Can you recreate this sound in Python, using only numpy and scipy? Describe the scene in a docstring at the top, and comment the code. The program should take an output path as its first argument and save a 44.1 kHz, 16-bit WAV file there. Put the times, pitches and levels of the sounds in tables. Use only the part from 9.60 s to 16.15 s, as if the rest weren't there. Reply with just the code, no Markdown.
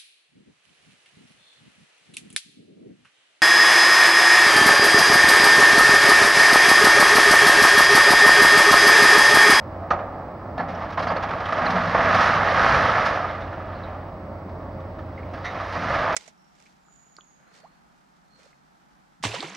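"""A brick and timber house is pulled down by a diesel excavator across a field; nearby sheds echo it.
Rubble pours as clumps of small resonant impacts; beams crack as noise bursts with one board ringing;
scraps clink, walls shudder and masonry thuds down as swells of resonant noise.
Under it the engine fires unevenly, drones and whines.
A small camera microphone pair adds hiss, a notch and two faint whistles of its electronics."""
import sys
import numpy as np
from scipy import signal
from scipy.fft import rfft, irfft
from scipy.io import wavfile
from scipy.ndimage import uniform_filter1d

SR = 44100
rng = np.random.default_rng(int(sys.argv[2]) if len(sys.argv) > 2 else 0)


def log_audio(samples):
    """Write samples as a 16-bit WAV file to the path given in sys.argv[1]."""
    # one column per channel
    frames = np.atleast_2d(samples).T
    # limit to full scale, then quantise
    limited = np.clip(frames, -1, 1)
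    pcm = np.round(limited * 32767).astype(np.int16)
    wavfile.write(sys.argv[1], SR, pcm)


N = 288855
T = np.arange(N) / SR

# colour of breaking wood and brick after the ground reflection, relative: [f/Hz, level/dB per Hz]
DEBRIS = [(150, -6.5), (400, -12), (520, -2.5), (680, 3), (950, -4), (1250, 0.5), (1480, -8), (1700, -5.5),
          (2500, -18.5), (4000, -27.5), (5500, -33), (7000, -47.5), (9500, -54.5), (12000, -63.5),
          (15000, -78.5)]
# cracks of beams and boards, before the yard's echoes:
# [t/s, level/dB, ring f/Hz, burst t60/s, brightness/dB per octave above 750 Hz]
CRACKS = [(0.2265, -32.5, 649, .12, -8), (.3034, -11, 1283, 0.0979, -1), (.305, -18, 750, .1, -9),
          (.3284, -21, 804, 0.195, -4), (.385, -25, 677, .2, -4), (.9772, -16.5, 649, 0.0293, 2.5),
          (.9914, -21.5, 813, 0.197, -2), (1.0816, -35, 655, .25, 4), (1.2155, -36, 875, .2, 3.5),
          (1.1453, -38.5, 845, .08, 3), (1.2997, -35.5, 1130, 0.0725, 6), (1.321, -34.5, 1152, 0.123, 5),
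          (1.3723, -16, 1080, 0.1004, 0), (1.3894, -23, 617, 0.149, 3), (1.422, -29, 1290, 0.16, 5),
          (1.4671, -20.5, 650, 0.108, 2.5), (1.499, -16, 980, 0.077, -0.5),
          (1.5142, -17.5, 652.6, .06, 1.5), (1.5589, -18.5, 594, 0.102, 0.5), (1.6224, -28, 841, .1, 5),
          (1.632, -20, 845, .08, 2), (1.6834, -27, 616, 0.184, 1.5), (1.706, -15.5, 1250, .05, 1),
          (1.7278, -21, 1104, .07, 0), (1.803, -23.5, 1263, 0.036, 4.5), (1.8536, -28, 1309, .1, 4.5),
          (1.8851, -17.5, 1264, 0.045, 2.5), (1.9215, -14, 1325, 0.0494, 2.5),
          (1.9739, -21.5, 644.5, 0.09, 2), (2.0532, -17, 790, 0.06, 3), (2.1014, -23.5, 756, 0.066, 6.5),
          (2.153, -17, 1290, 0.0965, 1.5), (2.2724, -18, 1068, .08, -7.5), (2.3436, -10.5, 1096, 0.092, -1),
          (2.3845, -14.5, 1260, .09, -3.5), (2.4522, -12, 675, .032, 1), (2.4936, -17, 1208, .07, -6),
          (2.5429, -12.5, 719, 0.064, 3.5), (2.6045, -21, 1255, 0.0596, 6.5),
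          (2.9753, -11.5, 1315, .05, -4.5), (3.0408, -7.5, 1645, 0.036, .5), (3.0891, -19, 1290, .07, 3),
          (3.1414, -11, 608, 0.0563, 3), (3.1899, -18.5, 1127, .026, 1.5), (3.4533, -23.5, 1203, .15, 6),
          (3.5538, -20, 782, 0.0615, 2.5), (3.6364, -24.5, 1276, .095, -2),
          (3.8053, -38.5, 727, 0.115, 4.5), (3.9232, -29, 1347, 0.097, 0), (4.8888, -48.5, 719, 0.071, 6),
          (5.2005, -43.5, 789, 0.057, 4.5), (5.3844, -35.5, 1151, 0.096, 1.5),
          (5.5825, -35, 516.3, 0.099, -1), (5.732, -38, 680, .16, 5), (5.7734, -30, 1150, 0.057, 2.5),
          (5.8431, -35, 1850, .2, 6), (5.958, -30, 1221, .14, -4), (5.9974, -25, 1129, 0.0985, 1),
          (6.123, -36, 678, .11, 7.5), (6.1439, -24, 578.6, 0.148, 0.5), (6.2954, -20, 508, .076, 0),
          (6.339, -21, 1170, 0.0645, 4), (6.3834, -24.5, 1069, 0.073, 4.5),
          (6.5237, -22.5, 1266, 0.047, 5.5)]


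def gain_of(db):
    """Amplitude factor of a level in dB."""
    return 10 ** (np.asarray(db) / 20)


def evened(x):
    """Scales a signal to an RMS of 1."""
    return x / np.sqrt(np.mean(x ** 2) + 1e-20)


def read(points, hz):
    """Reads a (Hz, value) table along a logarithmic frequency axis."""
    f, value = np.transpose(points)
    return np.interp(np.log(hz + 1), np.log(f + 1), value)


def add(mix, s, sound):
    """Adds a sound into the mix from s seconds on."""
    part = mix[round(s * SR):][:len(sound)]
    part += sound[:len(part)]


def colour(x, points):
    """Causal, minimum-phase filter whose gain follows a (Hz, dB) table."""
    hz = abs(np.fft.fftfreq(16384, 1 / SR))
    log_gain = np.log(gain_of(read(points, hz)))
    response = np.exp(np.conj(signal.hilbert(log_gain)))
    taps = np.fft.ifft(response).real[:4096]
    return signal.oaconvolve(x, taps)[:len(x)]


def ring(x, hz, width_hz):
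    """One resonance of gain 1 at its centre."""
    return signal.lfilter(*signal.iirpeak(hz, hz / width_hz, SR), x)


def brighten(x, db_per_octave, mid_db=0):
    """Tilts the octave bands from 750 Hz to 6 kHz; slope and lift at 1.5 kHz may change in time."""
    hz, spectrum = np.fft.rfftfreq(len(x), 1 / SR), rfft(x)
    octave = np.clip(np.log2(hz / 750 + 1e-9), 0, 4)
    out = 0
    for k in range(5):
        band = irfft(spectrum * np.clip(1 - abs(octave - k), 0, 1), len(x))  # overlapping triangles
        lift_db = min(k, 3) * db_per_octave + (k == 1) * mid_db
        out = out + gain_of(lift_db) * band
    return out


def knocks(rows):
    """Noise through one steep resonance, swelling quickly and falling more slowly.

    Rows: s, dB before the swell, Hz, width in Hz of one filter pass, length in s (peak at a quarter).
    """
    out = np.zeros(N)
    for s, db, hz, width_hz, length in rows:
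        noise = rng.standard_normal(SR)
        resonant = ring(ring(noise, hz, width_hz), hz, width_hz)
        tone = evened(resonant[9000:])  # past the filter's build-up
        u = T[:len(tone)] / length
        add(out, s, gain_of(db) * tone * 8 * u * np.exp(-4 * u))
    return out


def thuds(blows, modes):
    """Every blow rings all the modes of the thing struck."""
    rows = []
    for s, db, length in blows:
        for hz, width_hz, mode_db in modes:
            rows.append((s, db + mode_db, hz, width_hz, length))
    return knocks(rows)


def rubble(per_s=2500, spread_db=-0.5, clump_db=-0.32):
    """Thousands of small impacts in clumps; each patch of debris rings at its own pitch and comes and goes."""
    # pouring rubble: [t/s, level/dB, brightness/dB per octave above 750 Hz]
    pour = [(0, -41.5, -5), (.42, -33, -8.5), (.95, -38, -8), (1.2, -31.5, 0), (1.36, -35, -2.5),
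            (1.45, -29.5, -2.5), (1.9, -31, 1.5), (2.02, -24, .5), (2.32, -26.5, 2.5), (2.37, -22, 1),
            (2.65, -21, 4), (2.82, -23, 1.5), (3.05, -20, 3), (3.47, -23.5, 2), (3.9, -36.5, -1),
            (4.3, -36.5, -1.5), (4.8, -52.5, -4.5), (5.6, -51.5, 1.5), (5.95, -32.5, 1.5),
            (6.1, -35.5, 3.5), (6.33, -26.5, 2.5), (6.55, -24.5, 0.5)]
    body_db, body_per_db = 8.5, 0.2574  # lift at 1.5 kHz for a 0 dB pour, and its slope per dB of level
    clump = evened(uniform_filter1d(rng.standard_normal(N), 900))
    hits = rng.random(N) < per_s / SR
    size = gain_of(spread_db * np.minimum(rng.exponential(1, N), 5)) * hits
    size *= rng.choice([-1, 1], N) * gain_of(clump_db * clump)

    patch, pitches = rng.integers(0, 24, N), np.geomspace(300, 12000, num=24)
    wander = uniform_filter1d(rng.standard_normal((24, N // 64 + 1)), 25)  # one value per 64 samples
    busy = gain_of(2.99 * evened(wander)).repeat(64, 1)[:, :N]
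    rings = np.zeros(N)
    for k, hz in enumerate(pitches):
        patch_ring = evened(ring(size * (patch == k), hz, 0.148 * hz))
        rings += patch_ring * busy[k] * np.sqrt(hz)
    grit = rng.standard_normal(N)
    mix = evened(rings) + 1.62 * evened(size) + 1.94 * grit

    s, db, bright = np.transpose(pour)
    level_db = np.interp(T, s, db)
    slope = np.interp(T, s, bright)
    tilted = brighten(evened(colour(mix, DEBRIS)), slope, body_db + body_per_db * level_db)
    return np.hypot(gain_of(level_db), trickle_level()) * tilted


def trickle_level():
    """Level of the bits that each crack shakes loose; their powers add up."""
    under_crack_db, rise_s, t60 = -14, .04, .6
    s, db = np.transpose(CRACKS)[:2]
    power, t = np.zeros(N), T[:SR]
    power[(s * SR).astype(int)] = gain_of(db + under_crack_db) ** 2
    shape = (1 - np.exp(-t / rise_s)) * gain_of(-60 * t / t60)
    return np.sqrt(abs(signal.oaconvolve(power, shape ** 2)[:N]))


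def cracks():
    """Each crack is a wide-band burst of splintering fibres with a board and a smaller splinter ringing."""
    rise_s = 0.002934
    out, t = np.zeros(N), T[:8192]
    draws = np.sign(rng.standard_normal((len(CRACKS), len(t))))
    splinters_hz = 1800 * 3 ** rng.random(len(CRACKS))
    unit = np.std(colour(draws[0], DEBRIS))  # so that the colour keeps the level
    for (s, db, hz, t60, bright), noise, splinter_hz in zip(CRACKS, draws, splinters_hz):
        fall = gain_of(-60 * t / max(t60, .02))
        burst = noise * fall * (1 - np.exp(-t / rise_s)) ** 2
        board, splinter = ring(burst, hz, 140), ring(burst, splinter_hz, 360)
        crack = burst + 1.508 * board + 0.35 * splinter
        add(out, s, gain_of(db) * brighten(crack, bright))
    return colour(out, DEBRIS) / unit


def clinks():
    """Glass and metal scraps, plus two high splinters of the first crack at 0.302 s: short swells of narrow-
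    band noise."""
    # clinks, level before swell and yard: [t/s, level/dB, f/Hz, length/s]
    scraps = [(.302, -46, 4300, .03), (.302, -49, 6000, .03), (.978, -51, 4266, 0.0625),
              (.98, -31, 1735, 0.045), (1.149, -48, 5450, 0.012), (1.42, -41, 4020, 0.0157),
              (1.476, -40.5, 4740, 0.036), (1.565, -40, 4230, .02), (1.854, -33.5, 3100, 0.0126),
              (2.062, -30, 4180, 0.0128), (3.686, -47, 3663, .016), (3.814, -53.5, 3670, 0.042),
              (4.144, -53.5, 4224, 0.048), (4.232, -48.5, 3886, 0.0328), (5.576, -40, 2088, .014),
              (5.592, -41, 2080, .014), (5.628, -43, 2200, .014), (5.749, -43, 1649, 0.064),
              (5.842, -31, 2000, 0.078), (5.841, -41, 3860, .07), (5.845, -52, 5900, .07)]
    width = 0.113  # share of the pitch, for one filter pass
    return knocks([(s, db, hz, width * hz, length) for s, db, hz, length in scraps])


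def wall_panels():
    """Wall panels shudder in two low modes."""
    # blows, level before the swell: [t/s, level/dB, length/s]
    blows = [(.98, -35, 0.24), (1.38, -36, 0.55), (2, -28.5, 0.416), (2.35, -32, 0.62), (2.9, -35, 0.54),
             (6.12, -36.5, .3)]
    # modes of the panels: [f/Hz, width of one filter pass/Hz, level against the blow/dB]
    modes = [(175.47, 29.2, 0), (244.4, 31.3, -3.5)]
    return thuds(blows, modes)


def masonry():
    """Masonry lands and the ground answers in three deep modes."""
    # blows, level before the swell: [t/s, level/dB, length/s]
    blows = [(3.08, -27, .3), (3.4, -36, 0.01), (6.2, -36.5, 0.52)]
    # modes of the ground: [f/Hz, width of one filter pass/Hz, level against the blow/dB]
    modes = [(61.3, 31, -3), (105, 65, 0), (144.4, 45, -9)]
    return thuds(blows, modes)


def engine():
    """Firing tone, hydraulic pump whine, uneven exhaust pulses, and a drone that throbs with each firing."""
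    # engine under changing load: [t/s, firing rate f/Hz, firing tone level/dB RMS]
    load = [(0, 90.91, -40), (.31, 91.4, -37), (.6, 97, -44.5), (1.11, 89.41, -40.5), (1.53, 92.67, -38.5),
            (2.03, 99.43, -42), (2.48, 96, -36), (2.94, 95.46, -37), (3.15, 88, -50.5),
            (3.74, 90.72, -39.5), (5, 90.32, -40), (5.6, 88.75, -36.5), (6.04, 92.97, -44),
            (6.35, 91.82, -37), (6.55, 97.9, -41.5)]
    # strength of each firing in the cycle: [level/dB]
    cylinders = [1.5, 5, -3.5, 2, -3, -3]
    # relative colour of the exhaust pulses: [f/Hz, level/dB]
    exhaust = [(30, -16.5), (60, -9), (130, -9.5), (200, -7.5), (300, -14.5), (600, -2.5), (1200, -30),
               (2000, -55.5)]
    # relative colour of the drone: [f/Hz, level/dB]
    drone_colour = [(13, -39.5), (22, -20), (55, -10.5), (100, -12), (150, -15), (281, -15.5), (420, -21),
                    (488, -24.5), (540, -15), (620, -17.5), (1280, -24.5), (1480, -34), (2200, -42.5),
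                    (3000, -60), (4900, -53), (6870, -67), (8930, -102)]
    drone_db, pulses_db, pump_db = -35.5, -47.5, -49  # RMS
    pump_hz = 532
    s, hz, db = np.transpose(load)
    firings = np.cumsum(np.interp(T, s, hz)) / SR  # running count
    tone = gain_of(np.interp(T, s, db)) * np.sqrt(2) * np.sin(2 * np.pi * firings)

    strength = gain_of(np.take(cylinders, firings.astype(int), mode="wrap"))
    pulses = colour(np.diff(np.floor(firings), prepend=0) * strength, exhaust)

    throb = 1 + 0.1 * strength * np.exp(-(firings % 1) / .3)
    swell = evened(uniform_filter1d(uniform_filter1d(rng.standard_normal(N), 5000), 5000))
    drone = colour(rng.standard_normal(N) * throb * gain_of(0.62 * swell), drone_colour)

    pump = np.sin(2 * np.pi * np.cumsum(pump_hz + 3. * swell) / SR)  # pitch drifts with the swell
    steady = gain_of(pump_db) * evened(pump) + gain_of(drone_db) * evened(drone)
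    return tone + steady + gain_of(pulses_db) * evened(pulses)


def yard(x, t60=0.765, wet_db=-13, near_hz=900, apart=1.79):
    """A shed wall's echo and a sparse, dying tail, partly shared and partly different left and right."""
    echo_s, echo_db = 0.035, 0.5  # level over the first scattered taps
    t = T[:SR // 2]
    sparse = rng.random((3, len(t))) < .045
    tails = rng.choice([-1., 1.], (3, len(t))) * sparse * gain_of(-60 * t / t60)
    both, left, right = tails
    both[round(echo_s * SR)] += gain_of(echo_db)
    own = signal.lfilter(*signal.butter(1, near_hz, "high", fs=SR), [left, right])  # close ports share long waves
    taps = both + apart * own
    taps *= gain_of(wet_db) / np.linalg.norm(taps, axis=1)[:, None]
    taps[:, 0] += 1  # direct sound
    return signal.oaconvolve(x[None], taps, axes=1)[:, :N]


def scene():
    """Mid and treble of house and engine reach the two ports a little differently; the bass is alike in both."""
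    house = yard(rubble() + cracks() + clinks())
    bass = wall_panels() + masonry()
    motor = engine()
    low = signal.sosfiltfilt(signal.butter(2, 220, fs=SR, output="sos"), motor)  # long waves scatter little
    motor_rest = yard(motor - low, t60=0.46, wet_db=-6) * gain_of(-2.0)
    return house + bass + low + motor_rest


def record(dry):
    """The microphone pair: hiss, port balance, notch near half the picture line rate, whistles, band limit."""
    # far-off wash and preamp hiss, gain on unit white noise ahead of the notch: [f/Hz, level/dB]
    hiss_colour = [(40, -42), (150, -46), (300, -60), (700, -59.5), (1800, -41.5), (2600, -54),
                   (5000, -63.5), (7000, -82.5), (8500, -80.5), (15500, -76.5)]
    # balance of the ports: [f/Hz, left minus right level/dB]
    balance = [(60, 0.5), (100, -2), (170, 1), (280, -1.5), (480, -2), (800, -1), (1350, -2.5), (2270, -3),
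               (3820, -1), (6420, 1)]
    # phase between the ports: [f/Hz, left leads/rad]
    lead = [(300, 0), (950, -0.26), (3880, 0.12), (4820, -.2), (6630, -.1)]
    # whistles of the electronics, ahead of the band limit: [f/Hz, left level/dB RMS, right level/dB RMS]
    whistles = [(7867.1, -86, -86), (15734.3, -86, -76)]
    edge_hz = 15830
    hz = np.fft.rfftfreq(N, 1 / SR)
    hiss = rfft(rng.standard_normal((2, N))) * gain_of(read(hiss_colour, hz))  # unlike at each port
    port = gain_of(read(balance, hz) / 2) * np.exp(.5j * read(lead, hz))  # half to each side
    response = 1 - 0.816 * np.exp(-((hz - 7900) / 700) ** 2)  # the notch
    response *= hz ** 2 / (hz ** 2 + 30 ** 2)  # the capsules lose the deepest bass
    out = irfft((rfft(dry) * [port, 1 / port] + hiss) * response, N)
    for f, left_db, right_db in whistles:
        out = out + gain_of([[left_db], [right_db]]) * np.sqrt(2) * np.sin(2 * np.pi * f * T)
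    band_limit = signal.firwin(1023, edge_hz, window=("kaiser", 9), fs=SR)
    return signal.oaconvolve(out, band_limit[None], "same")


dry = scene()
out = record(dry)
log_audio(out)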